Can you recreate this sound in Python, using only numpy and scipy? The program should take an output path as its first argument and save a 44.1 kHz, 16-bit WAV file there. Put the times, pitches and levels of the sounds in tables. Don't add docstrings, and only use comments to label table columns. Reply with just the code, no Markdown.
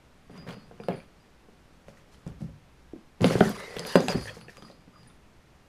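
import sys
import numpy as np
from scipy import signal
from scipy.fft import rfft, irfft, next_fast_len
from scipy.io import wavfile
from scipy.ndimage import uniform_filter1d, map_coordinates

SR = 44100
rng = np.random.default_rng(int(sys.argv[2]) if len(sys.argv) > 2 else 0)


def boost(x):
    u = np.asarray(x, float) / 20
    return 10 ** u


def master(y):
    cut = np.clip(np.atleast_2d(y).T, -1, 1)
    pcm = np.round(cut * 32767)
    wavfile.write(sys.argv[1], SR, pcm.astype(np.int16))


N = 250473


def unit(x):
    return x / np.sqrt(np.mean(x ** 2) + 1e-20)


def along(points, hz):
    f, v = np.transpose(points)
    return np.interp(np.log(hz + 1), np.log(f + 1), v)


def filtered(x, response):
    m = next_fast_len(len(x) + 8192)
    return irfft(rfft(x, m) * response(np.fft.rfftfreq(m, 1 / SR)), m)[:len(x)]


def resonances(modes):
    def response(f):
        total = 0
        for k, (centre, width, db) in enumerate(modes):
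            damping = 1j * f * width
            total = total + (-1) ** k * boost(db) * damping / (centre * centre - f * f + damping)
        return total
    return response


def wobble(rate):
    at = np.arange(0, N + 32, 32)
    knots = rng.standard_normal(int(N * rate / SR) + 4)
    return np.interp(np.arange(N), at, map_coordinates(knots, [at * rate / SR]))


def ring(hz, db, t60, t, rise):
    return boost(db - 60 * t / t60) * np.sin(2 * np.pi * hz * t) * (1 - np.exp(-t / rise))


def burst(db, t60, t):
    fade = boost(-60 * t / t60)
    return boost(db) * unit(fade * rng.standard_normal(len(t))) * np.sqrt(np.mean(fade ** 2))


def add(track, s, sound):
    track[round(s * SR):][:len(sound)] += sound


# f/Hz, level/dB per Hz
AIR_SPECTRUM = [(15, -0.5), (35, -10), (65, 0), (91, -11), (300, -13.5), (2460, -26), (13500, -45.5),
                (15600, -60)]


def hush():
    noise = filtered(rng.standard_normal(N), lambda f: boost(along(AIR_SPECTRUM, f)))
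    return boost(-57.5) * unit(noise)


def grit(per_s, spread_db, smooth):
    size = boost(spread_db * np.minimum(rng.exponential(size=N), 3)) * np.sign(rng.standard_normal(N))
    slips = (rng.random(N) < per_s / SR) * size
    return unit(unit(slips) + smooth * rng.standard_normal(N))


def patchy(x, spectrum, patchy_db):
    hz, _, z = signal.stft(x, SR, nperseg=256)
    field = uniform_filter1d(rng.standard_normal(z.shape), size=3, axis=0)
    field = uniform_filter1d(field, size=7, axis=1)
    gain = boost(along(spectrum, hz)[:, None] + patchy_db * unit(field))
    return unit(signal.istft(z * gain, SR, nperseg=256)[1][:N])


def strokes(rows, release_s, rest_db):
    attack_s, silent_db = 0.045, -100
    s, hold, db, over_db = np.transpose(rows)[:, :, None]
    t = np.arange(0, N / SR + .002, .001)
    gains = []
    for fall_s, extra_db, rest in zip(release_s, (0, over_db), rest_db):
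        away = np.maximum(0, np.maximum((s - t) / attack_s, (t - s - hold) / fall_s))
        level = db - (db - silent_db) * away + extra_db
        gain = np.sqrt(np.sum(boost(level) ** 2, axis=0) + boost(rest) ** 2)
        gains.append(np.interp(np.arange(N) / SR, t, gain))
    return gains


# f/Hz, width/Hz, level/dB
PANEL_DRONE = [(126, 23, -0.5), (180, 52, -2.5), (250, 160, -8.5)]
PANEL_RATTLE = [(394, 23, -6), (510, 260, -4), (602, 270, -2.5), (697, 187, -8.5)]
# f/Hz, level/dB per Hz
PAD_SCRAPE = [(700, -3.5), (1000, 5.5), (2000, -0.5), (3300, -5.5), (4300, -15.5), (6000, -29)]
FUR_HISS = [(3000, -7), (4500, 1.5), (6000, -0.5), (8000, -6.5), (10000, -5.5), (13000, -14.5),
            (15400, -26)]
# t/s at full press, hold/s, drone level/dB, rattle level over drone/dB
WEIGHT_SHIFTS = [(.31, 0.2, -49.5, -9.5), (.485, 0.015, -43, -2.5), (.62, 0.37, -58.5, -11),
                 (.9, 0.021, -39, -2), (1.76, 0.48, -66, -5), (1.895, .01, -73, 7), (2.14, 0.013, -62, -15),
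                 (2.28, 0.0046, -43.5, -10), (2.425, 0.0082, -42, -23), (3.222, 0.0067, -17, -35),
                 (3.32, 0.0088, -34.5, -1), (3.44, 0.029, -51, 14), (3.58, 0.06, -67.5, 18),
                 (3.7, 0.45, -56.5, 10), (3.985, 0.013, -32.5, 3.5), (4.09, 0.026, -39.5, 3),
                 (4.155, 0.0058, -30, -10), (4.3, 0.18, -57, -8), (4.56, 0.19, -58.5, -10),
                 (5.0, 0.091, -57, -18)]
# t/s at full speed, hold/s, scrape level/dB, fur hiss level over scrape/dB
PAD_SLIDES = [(.31, 0.056, -61.5, -16), (.365, 0.019, -56, -17), (.475, 0.043, -49.5, -16),
              (.62, 0.36, -67, -12), (.892, 0.008, -45.5, -37), (.915, 0.05, -59, -24),
              (1.73, .008, -76, 0), (1.888, 0.0095, -63, -4.5), (1.97, 0.006, -67.5, -5),
              (2.125, 0.018, -65, -3.5), (2.272, 0.0054, -61.5, -7), (2.41, 0.015, -66, -1),
              (3.222, 0.057, -42, -9), (3.26, 0.072, -38.5, -7.5), (3.36, 0.1, -44.5, -4.5),
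              (3.44, 0.075, -42.5, -7), (3.55, 0.067, -49, -6.5), (3.635, 0.24, -50.5, -7.5),
              (3.865, 0.087, -47, -3), (3.965, 0.099, -48.5, -4), (4.098, 0.026, -38.5, -7.5),
              (4.165, 0.11, -54, -0.5), (4.28, 0.012, -50, -9), (4.345, 0.028, -58.5, 0),
              (4.495, 0.013, -61, 0), (4.56, 0.16, -65.5, -4), (4.99, 0.1, -68.5, -10)]
# level/dB of drone, rattle, scrape, fur
RESTLESS_DB = (-67, -84, -75, -79.5)


def scuffle():
    drone_gain, rattle_gain = strokes(WEIGHT_SHIFTS, release_s=(.32, .3), rest_db=RESTLESS_DB[:2])
    scrape_gain, fur_gain = strokes(PAD_SLIDES, release_s=(.33, .17), rest_db=RESTLESS_DB[2:])
    drone = filtered(grit(per_s=320, spread_db=19.0, smooth=3.7), resonances(PANEL_DRONE))
    drone = filtered(drone, resonances([(180, 155, 0)]))
    rattle = filtered(grit(per_s=330, spread_db=2, smooth=0.4), resonances(PANEL_RATTLE))
    rattle = filtered(rattle, resonances([(533, 1500, 0)]))
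    scrape = patchy(grit(per_s=900, spread_db=4.5, smooth=.9), PAD_SCRAPE, patchy_db=1.8)
    fur = patchy(grit(per_s=800, spread_db=1.5, smooth=1.3), FUR_HISS, patchy_db=1.6)
    uneven = boost(1.2 * wobble(60))
    pressing = drone_gain * unit(drone) + rattle_gain * unit(rattle)
    return pressing + uneven * (scrape_gain * scrape + boost(2.5) * fur_gain * fur)


# t/s, f/Hz, peak level/dB, t60/s
PAD_LANDINGS = [(0.2955, 417, -58, 0.025), (0.713, 476, -36, 0.02), (2.2655, 160, -20, 0.036),
                (2.303, 152, -33, 0.043), (2.416, 548, -49, 0.15), (2.4462, 154, -34.5, 0.11),
                (2.49, 550, -48, .05), (2.9345, 330, -26.5, 0.029), (2.946, 230, -39, 0.044),
                (2.959, 305, -32.5, 0.024), (2.979, 220, -40, .04), (3.208, 424, -27, 0.036),
                (3.2425, 262, -17, 0.095), (3.2484, 194, -17.5, 0.077), (3.254, 543, -24, 0.022),
                (3.306, 382, -19.5, 0.051), (3.3535, 430, -22, 0.037), (3.356, 131, -17, 0.073),
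                (3.411, 385, -8, 0.026), (3.4105, 218, -13, 0.12), (3.47, 199, -18, 0.072),
                (3.495, 212, -29, 0.034), (3.605, 483, -33.5, 0.026), (3.68, 484, -37.5, 0.037),
                (3.766, 200, -28, 0.05), (3.9558, 563, -8.5, 0.039), (3.9552, 272, -19.5, 0.1),
                (3.972, 554, -20.5, .09), (4.035, 250, -27, 0.13), (4.084, 172, -22, .05),
                (4.1, 568, -25.5, 0.091), (4.1475, 390, -17, 0.033), (4.1538, 237, -16, 0.043),
                (4.163, 123, -23.5, 0.1), (4.876, 300, -48, 0.028)]


def thumps():
    out, t = np.zeros(N + SR), np.arange(SR // 10) / SR
    for s, hz, db, t60 in PAD_LANDINGS:
        add(out, s, ring(hz, db + 1.5, t60, t, rise=0.32 / hz))
    return out[:N]


# f/Hz, level/dB, share of the blow's t60
BOARD_MODES = [(372, -16, 0.84), (405.3, -3.5, 0.88), (484.4, 5, 0.27), (591, -6, 0.57), (610, -13.5, 0.63),
               (676.4, -6.5, 0.71), (772, -3, 0.22), (995, -25.5, 1), (1546, 4, 0.069)]
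# t/s, boom peak
# level/dB, boom f/Hz, knock level over boom/dB, struck spot's f/Hz
PANEL_BLOWS = [(0.297, -40, 191, 1.5, 415), (0.336, -42.5, 260, -4, 404), (0.376, -39, 173, -9, 594),
               (0.467, -37, 180, 3, 549), (0.568, -38.5, 203, -2.5, 443), (0.712, -57, 306, 22, 463),
               (0.8, -34, 150, 4, 460), (0.839, -40.5, 148, -1, 395), (0.885, -24, 186, 9.5, 526),
               (1.486, -48.5, 224, 6, 415), (1.883, -43, 156, 6, 550), (2.265, -34, 197, -1, 538),
               (2.299, -49, 144, -9, 355), (2.406, -33.5, 184, -10.5, 484),
               (2.419, -21, 148, -20.5, 533), (2.935, -44.5, 318, -1, 630),
               (2.963, -43.5, 250, 3, 355),
               (3.206, -24.5, 188, -2, 357), (3.218, -13, 179, -11, 353),
                       (3.243, -11.5, 183.4, 5, 510), (3.309, -23, 205, 6.5, 533),
                       (3.354, -25.5, 140, 13.5, 398), (3.381, -26.5, 191, 4.5, 488),
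                       (3.407, -12, 192, 6, 416), (3.5, -26, 198, -3.5, 680),
                       (3.765, -28.5, 149.5, 3.5, 440), (3.797, -36, 176, 6.5, 477),
                       (3.85, -36, 233, 3, 587), (3.9556, -10.5, 188, 6.5, 379), (4.083, -39, 152, 7, 610),
                       (4.147, -46, 298, 23, 390), (4.153, -38, 237, 9.5, 377),
                       (4.256, -49, 203, 17.5, 526), (4.368, -38.5, 160, 4.5, 478),
                       (4.483, -47.5, 149, 10, 490), (4.581, -47, 214, 5.5, 525),
                       (4.624, -43, 225, 3.5, 407), (4.7, -50, 238, 11, 560), (4.876, -46, 191, -1, 456)]
# t/s, thud level/dB
FLOOR_THUDS = [(0.741, -41), (0.9, -52), (1.049, -41.5), (1.88, -38), (2.302, -26.5), (2.431, -23),
               (3.21, -28), (3.354, -26), (3.407, -60), (3.531, -35), (3.764, -31.5), (4.149, -16),
               (4.257, -34)]


def paws():
    panel, floor, t = np.zeros(N + SR), np.zeros(N + SR), np.arange(SR // 3) / SR
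    for s, db, hz, over_db, spot_hz in PANEL_BLOWS:
        softness = min(over_db, 0)
        knock_db = db + over_db
        t60 = 0.086 * boost(-0.1 * softness)
        lasting = t60 * np.clip(2.05 + knock_db / 60, .4, 1.2)
        boom = ring(hz, db - 0.5, t60, t, 0.0005)
        boom += ring(hz * 1.34, db - 3 + 0.59 * softness, t60 * 1.06, t, 0.0027)
        boom += ring(hz * 0.774, db - 13.0, t60 * 1.3, t, 0.0051)
        add(panel, s, boom)
        for (f, level, share), (detune, luck) in zip(BOARD_MODES, rng.standard_normal((len(BOARD_MODES), 2))):
            mode_db = knock_db + level - 10.5 + 2 * luck
            add(panel, s, ring(f * (1 + 0.035 * detune), mode_db, lasting * share, t, 0.0006))
        add(panel, s, ring(spot_hz, knock_db, lasting * 0.34, t, 0.0022))
    for s, db in FLOOR_THUDS:
        add(floor, s, ring(62.0, db - 2.5, 0.15, t, 0.025) + ring(103.9, db - 11.0, 0.3, t, 0.018))
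    high_pass = signal.butter(4, 130, "high", fs=SR, output="sos")
    return signal.sosfilt(high_pass, panel[:N]) + floor[:N]


# f/Hz, level/dB, t60/s
BELL_MODES = [
    [(4877, -1.5, .45)],
    [(4370, -.5, .4), (4477, -3, .3)],
    [(9470, 1, .35)],
    [(9706, -6, .17), (9860, -1, .15)],
    [(10553, -3, .25)],
]
# t/s, low
# pair level/dB, spot for the pair/degrees, overtones level/dB, spot for the overtones/degrees
PEA_STRIKES = [(0.312, -69, 9, -75, 170), (0.378, -51, 4, -85, 0), (0.468, -68, 4, -85, 0),
               (0.505, -55, 45, -65, 0), (0.527, -55, 40, -72, 50), (0.6, -61, 22, -84, 0),
               (0.69, -80, 30, -85, 0), (0.804, -64, 5, -77, 0), (0.836, -59, 30, -68, 35),
               (0.885, -66, 8, -71, 170), (0.927, -58, 25, -70, 0), (0.957, -60, 75, -59, 35),
               (0.968, -62, 50, -63, 145), (1.2, -68, 5, -90, 0), (4.407, -53, 38, -57, 85),
               (4.46, -67, 72, -80, 15), (4.573, -57, 5, -85, 0), (4.623, -58, 16, -68, 105),
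               (4.649, -53, 24, -65, 80), (4.73, -62, 30, -76, 110), (4.935, -69, 4, -85, 0),
               (4.958, -60, 4, -88, 0), (4.995, -60, 4, -85, 10), (5.034, -69, 20, -85, 0),
               (5.074, -68, 5, -58, 8), (5.085, -76, 15, -65, 148),
               (3.244, -42, 20, -42, 120), (3.278, -42, 66, -45, 105), (3.327, -52, 51, -67, 60),
                  (3.39, -48, 22, -63, 42), (3.5, -48, 14, -58, 50), (3.533, -54, 3, -55, 112),
                  (3.578, -53, 10, -52, 108), (3.636, -54, 30, -71, 120), (3.694, -52, 30, -71, 120),
                  (3.794, -50, 48, -52, 90), (3.83, -48, 25, -58, 45), (3.865, -38, 24, -46, 102),
                  (3.9, -39, 27, -51, 130), (3.935, -41, 27, -53, 155), (3.956, -33, 12, -52, 123),
                  (4.004, -44, 20, -56, 100), (4.065, -82, 45, -85, 0), (4.092, -31, 7, -59, 10),
                  (4.124, -41, 75, -62, 165), (4.156, -41, 8, -62, 140), (4.19, -45, 35, -60, 140),
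                  (4.221, -46, 36, -50, 85), (4.234, -47, 30, -51, 25), (4.27, -56, 80, -71, 60),
                  (4.297, -54, 45, -70, 65)]


def bell():
    t, out = np.arange(N) / SR, np.zeros(N)
    s, low_db, spot, high_db, high_spot = np.transpose(sorted(PEA_STRIKES))
    pair = [boost(low_db) * np.cos(np.radians(spot - 90 * k)) for k in range(2)]
    overtones = [boost(high_db) * np.cos(np.radians(high_spot - 60 * k)) ** 2 for k in range(3)]
    last = np.maximum(np.searchsorted(s, t) - 1, 0)
    age = t - s[last]
    for strength, group in zip(pair + overtones, BELL_MODES):
        for hz, db, t60 in group:
            luck = rng.random((len(s), 2))
            share_db = 6 * (len(group) - 1) * (luck[last, 0] - .5)
            size = (age > 0) * strength[last] * boost(db + share_db - 60 * np.abs(age) / t60)
            size = size * boost(2.2 * wobble(60))
            phase = np.cumsum(luck[:, 1])[last] + .8 * np.sqrt(hz / 4877) * wobble(45)
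            swing = uniform_filter1d(size * [np.cos(phase), np.sin(phase)], size=120)
            out += swing[0] * np.sin(2 * np.pi * hz * t) + swing[1] * np.cos(2 * np.pi * hz * t)
    return out


# f/Hz, width/Hz, level/dB
BOARD_SKIN = [(980, 180, 2.5), (1520, 256, 7), (2130, 2100, 3.5), (3800, 2540, -2)]
# t/s, rap peak level/dB, tick peak
# level/dB
BOARD_CONTACTS = [(0.377, -47, -51), (0.489, -33.5, -66), (0.508, -36.5, -50), (0.5275, -55, -45),
                  (0.836, -44, -54), (0.8849, -26.5, -57), (1.002, -49, -66), (1.883, -45, -60),
                  (2.2662, -55, -53), (2.2768, -52, -46), (2.417, -53, -52),
                  (3.209, -31.5, -42), (3.218, -50, -31), (3.244, -14.5, -29), (3.3265, -44, -39),
                       (3.391, -42, -31.5), (3.406, -18.5, -38.5), (3.496, -61, -39), (3.576, -42, -78),
                       (3.601, -47, -46), (3.767, -25.5, -45), (3.7858, -28, -35), (3.7941, -31, -28.5),
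                       (3.8502, -29.5, -51), (3.863, -48, -58), (3.87, -63, -36), (3.9231, -41, -31),
                       (3.9556, -12.5, -31.5), (3.96, -29, -23.5), (4.005, -31, -32), (4.084, -20.5, -24),
                       (4.123, -40, -42.5), (4.212, -39.5, -62), (4.2556, -44, -62.5), (4.301, -83, -46),
                       (4.4122, -39.5, -54), (4.483, -65, -63), (4.5702, -44, -42.5), (4.622, -47, -58.5),
                       (4.6998, -46.5, -56), (5.032, -53, -59)]
# t/s, peak level/dB
CLAW_SNAPS = [(3.2522, -41.5), (3.4218, -45), (3.4942, -30.5), (3.612, -52.5), (3.8693, -31.5),
              (3.9222, -39.5), (4.0035, -49.5), (4.0389, -41), (4.0679, -44.5), (4.0823, -43.5),
              (4.1222, -45), (4.22, -52.5), (4.232, -53.5)]


def claws():
    rap, tick, sizzle = np.zeros((3, N + SR))
    t = np.arange(SR // 20) / SR
    for s, rap_db, tick_db in BOARD_CONTACTS:
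        add(rap, s, burst(rap_db + 6.5, 0.01, t))
        add(tick, s, burst(tick_db + 6.5, 0.004, t))
        add(sizzle, s, burst(tick_db - 15, .006, t))
    for s, db in CLAW_SNAPS:
        add(sizzle, s, burst(db + 2.5, 0.0082, t))

    def band(x, lo_hz, hi_hz):
        return signal.sosfilt(signal.butter(2, [lo_hz, hi_hz], "band", fs=SR, output="sos"), x[:N])
    return filtered(rap[:N], resonances(BOARD_SKIN)) + band(tick, 4500, 9000) + band(sizzle, 10500, 14200)


# t/s, f/Hz, peak level/dB, t60/s
NOTE_CLICKS = [(0.801, 2430, -38.5, 0.0094), (0.836, 1370, -38, 0.013), (0.923, 2260, -34, 0.012),
               (1.0017, 2350, -41, 0.016), (1.972, 1900, -44, 0.011), (2.145, 3080, -49, 0.011),
               (0.8852, 686.4, -31, 0.16), (3.268, 7100, -25, .005), (3.282, 3800, -24, .006),
               (3.391, 5500, -33, .005), (3.4085, 629, -6, 0.025), (3.409, 1520, -9, 0.013),
               (3.7938, 4980, -14.5, 0.0046), (3.863, 5800, -35, .006), (3.87, 5600, -38, .007),
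               (3.9235, 6000, -36, .007), (3.9558, 513, -21, 0.04), (4.083, 765, -17, 0.023),
               (4.106, 5600, -24, .005), (4.005, 6000, -31, .007), (4.084, 2740, -12, 0.0045),
               (4.084, 3850, -10, 0.0033), (4.2117, 4840, -24.5, 0.0042), (4.2567, 1800, -34, 0.014),
               (4.279, 1710, -30.5, 0.01), (4.283, 1900, -37, 0.02), (4.294, 3250, -37, 0.029),
               (4.446, 1250, -49, .02), (4.4833, 1790, -38.5, 0.024), (4.4823, 2620, -40.5, 0.015),
               (4.495, 1810, -35.5, 0.02), (3.955, 1500, -19, 0.018), (4.549, 1170, -50, 0.014),
               (4.549, 3700, -48, .006), (4.5698, 1170, -45, 0.032), (4.6234, 1250, -40.5, 0.021),
               (4.624, 3300, -38.5, 0.007), (4.6234, 6200, -46, .006), (4.6487, 1190, -42, 0.016),
               (4.6715, 1160, -53, 0.02), (4.6842, 1880, -47, 0.017), (4.7008, 1150, -42, 0.015),
               (4.714, 4040, -38, 0.0048), (4.959, 1200, -48.5, 0.032), (5.032, 4630, -49, 0.0087),
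               (5.065, 1760, -53.5, 0.039), (5.1, 3550, -53, 0.017)]


def clicks():
    out, t = np.zeros(N + SR), np.arange(SR // 10) / SR
    for (s, hz, db, t60), luck in zip(NOTE_CLICKS, rng.standard_normal(len(NOTE_CLICKS))):
        note = ring(hz, db, t60, t, 0.00034)
        neighbour = ring(hz * (1.18 + 0.082 * luck), db - 20.5, t60 * 2.5, t, .0002)
        add(out, s, note + neighbour)
    return out[:N]


# start t/s, length/s, f/Hz, level/dB
SINGING_SLIDES = [(3.564, 0.14, 2060, -48), (3.569, 0.11, 3900, -55), (3.6, 0.036, 498, -44),
                  (3.655, 0.21, 1960, -51.5), (3.672, 0.15, 470, -55), (3.867, 0.061, 3750, -49.5),
                  (3.863, 0.1, 960, -51), (3.87, 0.096, 1850, -50.5), (3.876, 0.096, 2860, -49.5),
                  (3.441, 0.031, 1780, -42), (3.868, 0.067, 5900, -58), (3.968, 0.079, 3700, -52),
                  (4.007, .12, 6560, -53.5), (4.138, 0.069, 1890, -52), (4.251, 0.051, 510, -52),
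                  (4.288, 0.034, 517, -48.5), (4.268, 0.035, 1790, -41.5), (4.271, 0.031, 3280, -52),
                  (4.275, 0.032, 2550, -50), (4.925, 0.067, 1220, -64), (3.538, 0.12, 1283, -54),
                  (3.889, 0.12, 1650, -46), (3.6, 0.03, 1840, -50), ]


def drags():
    out = np.zeros(N)
    for start, length, hz, db in SINGING_SLIDES:
        rub = rng.standard_normal(round(length * SR))
        narrow = resonances([(hz, 70 + .1 * hz, 0)])
        song = unit(filtered(rub, lambda f: narrow(f) ** 2))
        song = unit(song / np.sqrt(np.abs(signal.hilbert(song)) + .2))
        add(out, start, boost(db) * signal.windows.tukey(len(rub), .4) * song)
    return out


# f/Hz, t60/s
ROOM_DECAY = [(100, 0.42), (500, 0.2), (2000, 0.27), (8000, 0.096)]


def room(x):
    hz, t, z = signal.stft(rng.standard_normal(SR // 2), SR, nperseg=256)
    tail = signal.istft(z * boost(-60 * t / along(ROOM_DECAY, hz)[:, None]), SR, nperseg=256)[1]
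    delayed = np.pad(x, (150, 0))
    return signal.fftconvolve(delayed, tail / np.linalg.norm(tail))[:N]


def scene():
    blows, pads, contacts, jingle = paws(), thumps(), claws() + clicks(), bell()
    echo = room(boost(-6.5) * blows + boost(-9.5) * contacts + boost(-54) * jingle + boost(-17.5) * pads)
    return (blows + pads + contacts + jingle + echo + scuffle() + drags() + hush())[None]


def low_pass(x):
    return signal.sosfilt(signal.butter(12, 16300, fs=SR, output="sos"), x)


def record(dry):
    mix = filtered(dry[0], lambda f: (f < 15810) * boost(-12 * (f > 15250)))[None]
    return low_pass(mix)


dry = scene()
out = record(dry)
master(out)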